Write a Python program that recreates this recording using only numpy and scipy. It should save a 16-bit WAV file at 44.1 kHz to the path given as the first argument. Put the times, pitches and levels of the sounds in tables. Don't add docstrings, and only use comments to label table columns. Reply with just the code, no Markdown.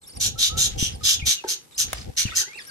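import sys
import numpy as np
from scipy import signal
from scipy.fft import rfft, irfft, next_fast_len
from scipy.io import wavfile
from scipy.ndimage import uniform_filter1d, map_coordinates

SR = 44100
rng = np.random.default_rng(int(sys.argv[2]) if len(sys.argv) > 2 else 0)


def log_audio(samples):
    frames = np.atleast_2d(samples).T
    limited = np.clip(frames, -1, 1)
    pcm = np.round(limited * 32767).astype(np.int16)
    wavfile.write(sys.argv[1], SR, pcm)


def convert_level_to_amplitude(level_db):
    exponent = np.asarray(level_db, float) / 20
    return 10 ** exponent


N = 119070

# f/Hz, level/dB
AIR_COLOUR = [(59, -30), (100, 0), (531, -4), (651, -15), (798, -6.5), (1800, -26), (2040, -33),
              (12000, -9.5), (13000, -75)]
# t/s, pitch f/Hz, level/dB
PEEPS = [
    [(.012, 4110, -40), (.024, 4200, -46), (.047, 3442, -52), (.08, 5710, -47.5), (.104, 4440, -45),
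     (.11, 4500, -48), (.128, 5450, -53.5), (.137, 4500, -44.5), (.157, 5750, -48), (.176, 4465, -32.5),
     (.181, 4400, -56)],
    [(.915, 4500, -55), (.94, 5150, -42.5), (.968, 4200, -51)],
    [(1.708, 4000, -65.5), (1.72, 4000, -48), (1.735, 3470, -51), (1.775, 5260, -44)],
    [(2.54, 3750, -50), (2.558, 3900, -46), (2.578, 4500, -45.5), (2.598, 5350, -44.5), (2.62, 4640, -42),
     (2.638, 4200, -53), (2.655, 4510, -48), (2.675, 5740, -43.5), (2.71, 4040, -45)],
]
# f/Hz, level/dB
CHICK_BEAK = [(3400, -2), (4300, -12), (5300, -2), (7000, -8), (8800, -3), (10000, -13), (11300, -5)]
# t/s, level/dB
RUMBLE_LEVELS = [(0, -66), (.1, -64), (.14, -46), (.27, -41), (.47, -47), (.63, -38), (.9, -41), (1.13, -49),
                 (1.3, -43), (1.335, -70), (1.76, -72), (1.81, -47), (1.95, -41), (2.1, -40), (2.16, -58),
                 (2.3, -49), (2.41, -58), (2.44, -74)]
# f/Hz, level/dB
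RUMBLE_COLOUR = [(20, -63), (40, -2.5), (80, 1.5), (197, -11.5), (378, -20), (486, -14.5), (625, -26),
                 (777, -16.5), (1200, -58), (1560, -71), (2640, -120)]
THUMP_TIMES = [.826, 1.225, 2.253, .72]
# level/dB, f/Hz, time to fade by 60 dB t/s
THUMPS = [(-4.5, 122, 0.011), (-24.5, 74.7, 0.17), (-15.5, 108, 0.047), (-31, 56.7, 0.32)]
# t/s, level/dB
RUSTLE = [(0, -81), (.12, -86), (.17, -55), (.77, -46), (1.2, -52.5), (1.42, -49), (1.56, -56), (1.78, -64),
          (1.94, -40.5), (2.04, -45), (2.14, -59.5), (2.26, -37), (2.4, -50), (2.5, -49), (2.7, -55)]
# f/Hz, level/dB
SHAVINGS = [(150, -58), (350, -2.5), (900, -15.5), (1100, -4), (2000, 0), (3500, 0), (6000, -2),
            (12000, -16.5)]
# start t/s, length t/s, level/dB, low throat f/Hz, high throat f/Hz
SQUAWKS = [
    (0.196, 0.11, -21.5, 3900, 6800),
    (0.376, 0.13, -21.5, 3700, 6450),
    (0.564, 0.13, -21, 3830, 6570),
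    (0.772, .13, -26.5, 3160, 5900),
    (1.028, 0.14, -19.5, 3570, 6470),
    (1.251, 0.11, -19.5, 3800, 6260),
    (1.474, 0.093, -24.5, 4240, 6200),
    (1.773, 0.089, -20.5, 4330, 6330),
    (2.164, 0.093, -21.5, 4000, 6000),
    (2.346, 0.098, -20.5, 3560, 6430),
]
CHEST_LEVELS = [-17, -27.5, -16, -35, -15, -39, -36, -17, -3, -12]
LOW_LEVELS = [-0.5, 5.5, 1, 3.5, 3.5, 3, -1, -3.5, 0, -5]
# f/Hz, level/dB, open-beak hiss level/dB
MIDDLE_THROAT = [(5900, 9, -3.5), (5150, 3.5, -4), (4760, -3, -4.5), (3900, -17, -7), (5130, 7, -3),
                 (4400, -16, -1.5), (5480, 2, -2.5), (5150, 1, -2.5), (5000, 3.5, -4.5), (4950, 5, -2.5)]
# f/Hz, level/dB
PARROT_BEAK = [(700, -41.5), (1300, -18.5), (3000, -9), (6300, -7.5), (7600, -13), (9000, -15),
               (11800, -7.5), (15500, -22.5)]
# t/s, pitch f/Hz, level/dB
CHIRPS = [
    [(.495, 1270, -47), (.54, 1300, -46), (.595, 1340, -46)],
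    [(1.008, 1280, -49), (1.018, 1250, -46), (1.03, 1240, -50)],
    [(1.21, 2450, -46), (1.225, 2250, -38), (1.255, 2500, -46)],
    [(1.365, 2750, -48), (1.39, 2800, -39), (1.415, 2550, -50)],
    [(.355, 1300, -55), (.375, 1300, -51), (.39, 1500, -55)],
    [(1.458, 1850, -55), (1.468, 1500, -50), (1.482, 1480, -54)],
]
# t/s, pitch f/Hz, level/dB
WHISTLES = [
    [(2.418, 1772, -41), (2.438, 1433, -38), (2.47, 1965, -51), (2.51, 2177, -51.5), (2.565, 2710, -40),
     (2.61, 1538, -46.5)],
    [(2.58, 4420, -45), (2.598, 3620, -49), (2.612, 3340, -47.5)],
    [(2.665, 1720, -64), (2.68, 1600, -50), (2.71, 1550, -46)],
]
# t/s, pitch f/Hz, level/dB
CHATTER = [(1.183, 3290, -46), (1.192, 2640, -41.5), (2.256, 2794, -39), (2.272, 2620, -41),
           (2.278, 1700, -43), (2.29, 2790, -47), (2.295, 3570, -44.5), (2.311, 2150, -41),
           (2.32, 1298, -42), (2.333, 1328, -47), (2.333, 2650, -44), (2.352, 1770, -46.5),
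           (2.377, 1773, -37.5), (2.395, 1772, -42.5)]
# f/Hz, level/dB, time to fade by 60 dB t/s
WALL = [(410, -11.5, 0.041), (872, 7.5, 0.026), (1280, -5.5, 0.028), (1600, -2.5, 0.018)]
# f/Hz, level/dB, time to fade by 60 dB t/s
SHELL = [(749, -5, .02), (1240, -6, 0.013), (1800, -2, 0.0059), (4000, -46, 0.0054)]
# f/Hz, level/dB, time to fade by 60 dB t/s
PANEL = [(390, 6.5, 0.034), (469, -14.5, 0.22), (863, -4, 0.1)]
# f/Hz, level/dB, time to fade by 60 dB t/s
SNAP = [(4950, -8, .016), (5900, -16, .012)]
# t/s, level/dB, what rings
TAPS = [
    (1.4452, -25.5, PANEL),
    (2.415, -42.5, PANEL),
    (2.475, -47, PANEL),
    (2.556, -47.5, PANEL),
    (1.9608, -21, SNAP),
    (1.9817, -16, SNAP),
    (2.0127, -18.5, SNAP),
]
# t/s, length t/s, level/dB
SCRATCHES = [
    (1.95, .09, -52),
    (1.005, .03, -58),
]
# f/Hz, time to fade by 60 dB t/s
ROOM = [(200, 0.57), (2000, 0.23), (6000, 0.19), (12000, 0.11)]
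# f/Hz, level/dB
APART = [(300, -6), (1500, 0), (3000, 2.5), (6200, -2.5), (9000, 3), (12500, 2)]
# f/Hz, width f/Hz, depth level/dB
TREBLE_DIPS = [(10200, 300, 30), (13800, 600, 45), (15300, 1500, 9)]


def unit(x):
    return x / np.sqrt(np.mean(x ** 2) + 1e-20)


def along(points, hz):
    f, v = np.transpose(points)
    return np.interp(np.log(hz + 1), np.log(f + 1), v)


def wobble(rate, size):
    knots = rng.standard_normal(int(size * rate / SR) + 4)
    return map_coordinates(knots, [np.arange(size) * rate / SR])


def filtered(x, response):
    m = next_fast_len(x.shape[-1] + 8192)
    return irfft(rfft(x, m) * response(np.fft.rfftfreq(m, 1 / SR)), m)[..., :x.shape[-1]]


def add(track, s, sound):
    part = track[max(round(s * SR), 0):][:len(sound)]
    part += sound[:len(part)]


def ring(modes, t):
    return sum(convert_level_to_amplitude(db - 60 * t / t60) * np.sin(2 * np.pi * hz * t) for hz, db, t60 in modes)


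def space(x, box_db, room_db):
    hz, t, z = signal.stft(rng.standard_normal((2, SR // 2)), SR, nperseg=256)
    room = signal.istft(z * convert_level_to_amplitude(-60 * t / along(ROOM, hz)[:, None]), SR, nperseg=256)[1]
    box_t60 = .015
    box = rng.standard_normal(room.shape) * convert_level_to_amplitude(-60 * np.arange(room.shape[1]) / SR / box_t60)
    answer = convert_level_to_amplitude(room_db) * room / np.linalg.norm(room[0])
    answer += convert_level_to_amplitude([[box_db], [0]]) * box / np.linalg.norm(box[0])
    answer[0, 0] += 1
    power = uniform_filter1d(abs(rfft(answer)) ** 2, size=300)

    def spread(f):
        even = np.array([np.interp(f, np.linspace(0, SR / 2, len(p)), p ** -.5) for p in power])
        return even * [f * 0 + 1, convert_level_to_amplitude(along(APART, f))]

    wet = signal.fftconvolve(x[None], answer, axes=1)[:, :N]
    mid, side = filtered(wet, spread)
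    m, d = rfft([mid, side])
    shared = uniform_filter1d((d * m.conj()).real, size=1500)
    lean = shared / (uniform_filter1d(abs(m) ** 2, size=1500) + 1e-12)
    side = side - irfft(lean * m, N)
    return np.array([mid + side, mid - side])


def still_air():
    noise = rng.standard_normal((2, N))
    return convert_level_to_amplitude(-56) * unit(filtered(noise, lambda f: convert_level_to_amplitude(along(AIR_COLOUR, f)) * (f > 60)))


def song(notes, colour, flutter_db, waver, hiss_db, count):
    out = np.zeros(N)
    for note in notes:
        s, hz, db = np.transpose(note)
        t = np.arange(s[0], s[-1], 1 / SR)
        step = np.interp(t, s, np.arange(len(s)))
        eased = np.floor(step) + np.sin(np.pi / 2 * (step % 1)) ** 2
        pitch = np.interp(eased, np.arange(len(s)), hz) * (1 + waver * wobble(157.3, size=len(t)))
        phase = 2 * np.pi * np.cumsum(pitch) / SR
        tone = convert_level_to_amplitude(hiss_db) * uniform_filter1d(rng.standard_normal(len(t)), size=3)
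        for k in range(1, count + 1):
            level = along(colour, k * pitch) + flutter_db * wobble(118.8, size=len(t))
            tone += convert_level_to_amplitude(level) * np.sin(k * phase)
        loudness = convert_level_to_amplitude(np.interp(t, s, db)) * np.sqrt(2)
        add(out, s[0], loudness * tone * signal.windows.tukey(len(t), .1))
    return out


def hatchling():
    return song(PEEPS, CHICK_BEAK, flutter_db=3.5, waver=.006, hiss_db=-9, count=2)


def rumble_and_thumps():
    s, db = np.transpose(RUMBLE_LEVELS)
    noise = rng.standard_normal((2, N))
    a, b = filtered(noise, lambda f: convert_level_to_amplitude(along(RUMBLE_COLOUR, f)) * (f < 1500))
    turn = np.arccos(.7) / 2
    mid, side = np.cos(turn) * a, np.sin(turn) * b
    lag = 36
    both = np.array([mid + side, np.roll(mid - side, lag)])
    lumps = unit(convert_level_to_amplitude(3.5 * wobble(22, size=N)) * both)
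    thumps, t = np.zeros(N), np.arange(SR // 6) / SR
    for at, (level_db, hz, t60) in zip(THUMP_TIMES, THUMPS):
        modes = [(hz, level_db, t60), (1.74 * hz, level_db - 6.5, 1.1 * t60)]
        add(thumps, at, ring(modes, t) * (1 - np.exp(-t / .0012)))
    rumble = lumps * convert_level_to_amplitude(5 + np.interp(np.arange(N) / SR, s, db))
    return rumble + [1.48 * thumps, np.roll(thumps, lag)]


def rustle():
    s, db = np.transpose(RUSTLE)
    uneven = convert_level_to_amplitude(3 * (wobble(250, size=N) + wobble(25, size=N)))
    grains = rng.standard_normal((2, N)) * uneven
    coloured = filtered(grains, lambda f: convert_level_to_amplitude(along(SHAVINGS, f)))
    return convert_level_to_amplitude(np.interp(np.arange(N) / SR, s, db)) * unit(coloured)


def squawks():
    pulse_hz, sag, jitter, scatter_db = 178, .06, .09, 2
    burst_s, steady, blur, breath = .0019, .5, .6, .93
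    low_width, middle_width, high_width = 780, 283, 930
    slide = .015
    attack_s, release_s, swell_db, peak_per_s = .015, .026, 11, 3.185
    out, t = np.zeros(N), np.arange(SR // 5) / SR

    def peak(f, centre, width):
        return 1j * f * width / (centre * centre - f * f + 1j * f * width)

    for squawk, chest_db, low_db, middle in zip(SQUAWKS, CHEST_LEVELS, LOW_LEVELS, MIDDLE_THROAT):
        s, length, db, low_hz, high_hz = squawk
        mid_hz, mid_db, through_db = middle
        u = np.clip(t / length, 0, 1)
        turns = np.cumsum(pulse_hz * (1 - sag * u + jitter * wobble(150, size=len(t)))) / SR
        size = convert_level_to_amplitude(scatter_db * rng.standard_normal(len(t)))[turns.astype(int)]
        since = turns % 1 / pulse_hz / burst_s
        claps = np.diff(np.floor(turns), prepend=0) * size
        puff_shape = size * since * np.exp(1 - since) ** 2
        puffs = (puff_shape + steady + blur * u) * rng.standard_normal(len(t))
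        air = breath * unit(puffs) + (1 - breath) * unit(claps)

        def throat(f, k):
            total = convert_level_to_amplitude(low_db) * peak(f, k * low_hz, low_width) ** 2
            total = total + convert_level_to_amplitude(5.5) * peak(f, k * high_hz, high_width) ** 2
            total = total + convert_level_to_amplitude(mid_db) * peak(f, k * mid_hz, middle_width) ** 2
            total = total + convert_level_to_amplitude(-1) * peak(f, 8502, high_width) ** 2
            total = total + convert_level_to_amplitude(chest_db) * peak(f, 2100, 810) ** 2
            return convert_level_to_amplitude(along(PARROT_BEAK, f)) * (total - convert_level_to_amplitude(through_db - 10.5))

        early = filtered(air, lambda f: throat(f, 1 + slide))
        late = filtered(air, lambda f: throat(f, 1 - slide))
        edges = np.clip(np.minimum(t / attack_s, (length - t) / release_s), 0, 1)
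        swell = convert_level_to_amplitude(db + 3 - 3.85 * swell_db * (u - peak_per_s * length) ** 2)
        add(out, s, edges * swell * unit((1 - u) * early + u * late))
    return out


def far_bird():
    syllable_s, fall = .018, .041
    syllables = [[(s, hz * (1 + fall), db), (s + syllable_s, hz * (1 - fall), db)] for s, hz, db in CHATTER]
    plain = [(1, 0)]
    chirps = song(CHIRPS, plain, flutter_db=2, waver=.018, hiss_db=-26, count=1)
    chatter = song(syllables, plain, flutter_db=5, waver=.08, hiss_db=-7, count=1)
    whistles = song(WHISTLES, plain, flutter_db=4, waver=.03, hiss_db=-40, count=1)
    return chirps + chatter + whistles


def scratch(out, s, length, db):
    when, pitch, size = rng.random((400, 3))[:int(4400 * length)].T
    hz = 5400 * convert_level_to_amplitude(9 * (pitch - .36))[:, None]
    cycles = np.arange(300) / SR * hz
    level = convert_level_to_amplitude(db - 2.5 * np.log(size + .00048))[:, None]
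    grains = np.sin(2 * np.pi * cycles) * (1 - np.exp(-cycles)) * np.exp(-cycles / 5) * level
    at = ((s + when * length) * SR).astype(int)[:, None] + np.arange(300)
    out += np.bincount(at.ravel(), grains.ravel(), N + SR)[:N]


def taps():
    out, t = np.zeros(N), np.arange(SR // 8) / SR
    for s, length, db in SCRATCHES:
        scratch(out, s, length, db)
    add(out, 1.44, convert_level_to_amplitude(-30) * ring(WALL, t) * (1 - np.exp(-t / .0007)))
    click = 1.17 * convert_level_to_amplitude(-60 * t / .012) * rng.standard_normal(len(t))
    add(out, 1.931, convert_level_to_amplitude(-17) * (ring(SHELL, t) + click))
    for s, db, modes in TAPS:
        add(out, s, convert_level_to_amplitude(db) * ring(modes, t) * (1 - np.exp(-t / .0012)))
    return out


def scene():
    mix = still_air()
    mix = mix + space(hatchling(), box_db=-4, room_db=-14)
    mix = mix + rumble_and_thumps() + rustle()
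    mix = mix + space(squawks(), box_db=-5, room_db=-6.5)
    mix = mix + space(far_bird(), box_db=0, room_db=-8)
    return mix + space(taps(), box_db=-4, room_db=-14)


def low_pass(x):
    return signal.sosfilt(signal.butter(12, 16790, fs=SR, output="sos"), x)


def record(dry):
    def treble_response(f):
        depth = sum(db * np.exp(-((f - hz) / width) ** 2) for hz, width, db in TREBLE_DIPS)
        return convert_level_to_amplitude(-depth) * np.clip((16200 - f) / 600, 0, 1)

    fade = np.clip(np.arange(N) / SR / .04, 0, 1) ** 1.5
    mix = fade * filtered(dry, treble_response)
    return low_pass(mix)


dry = scene()
out = record(dry)
log_audio(out)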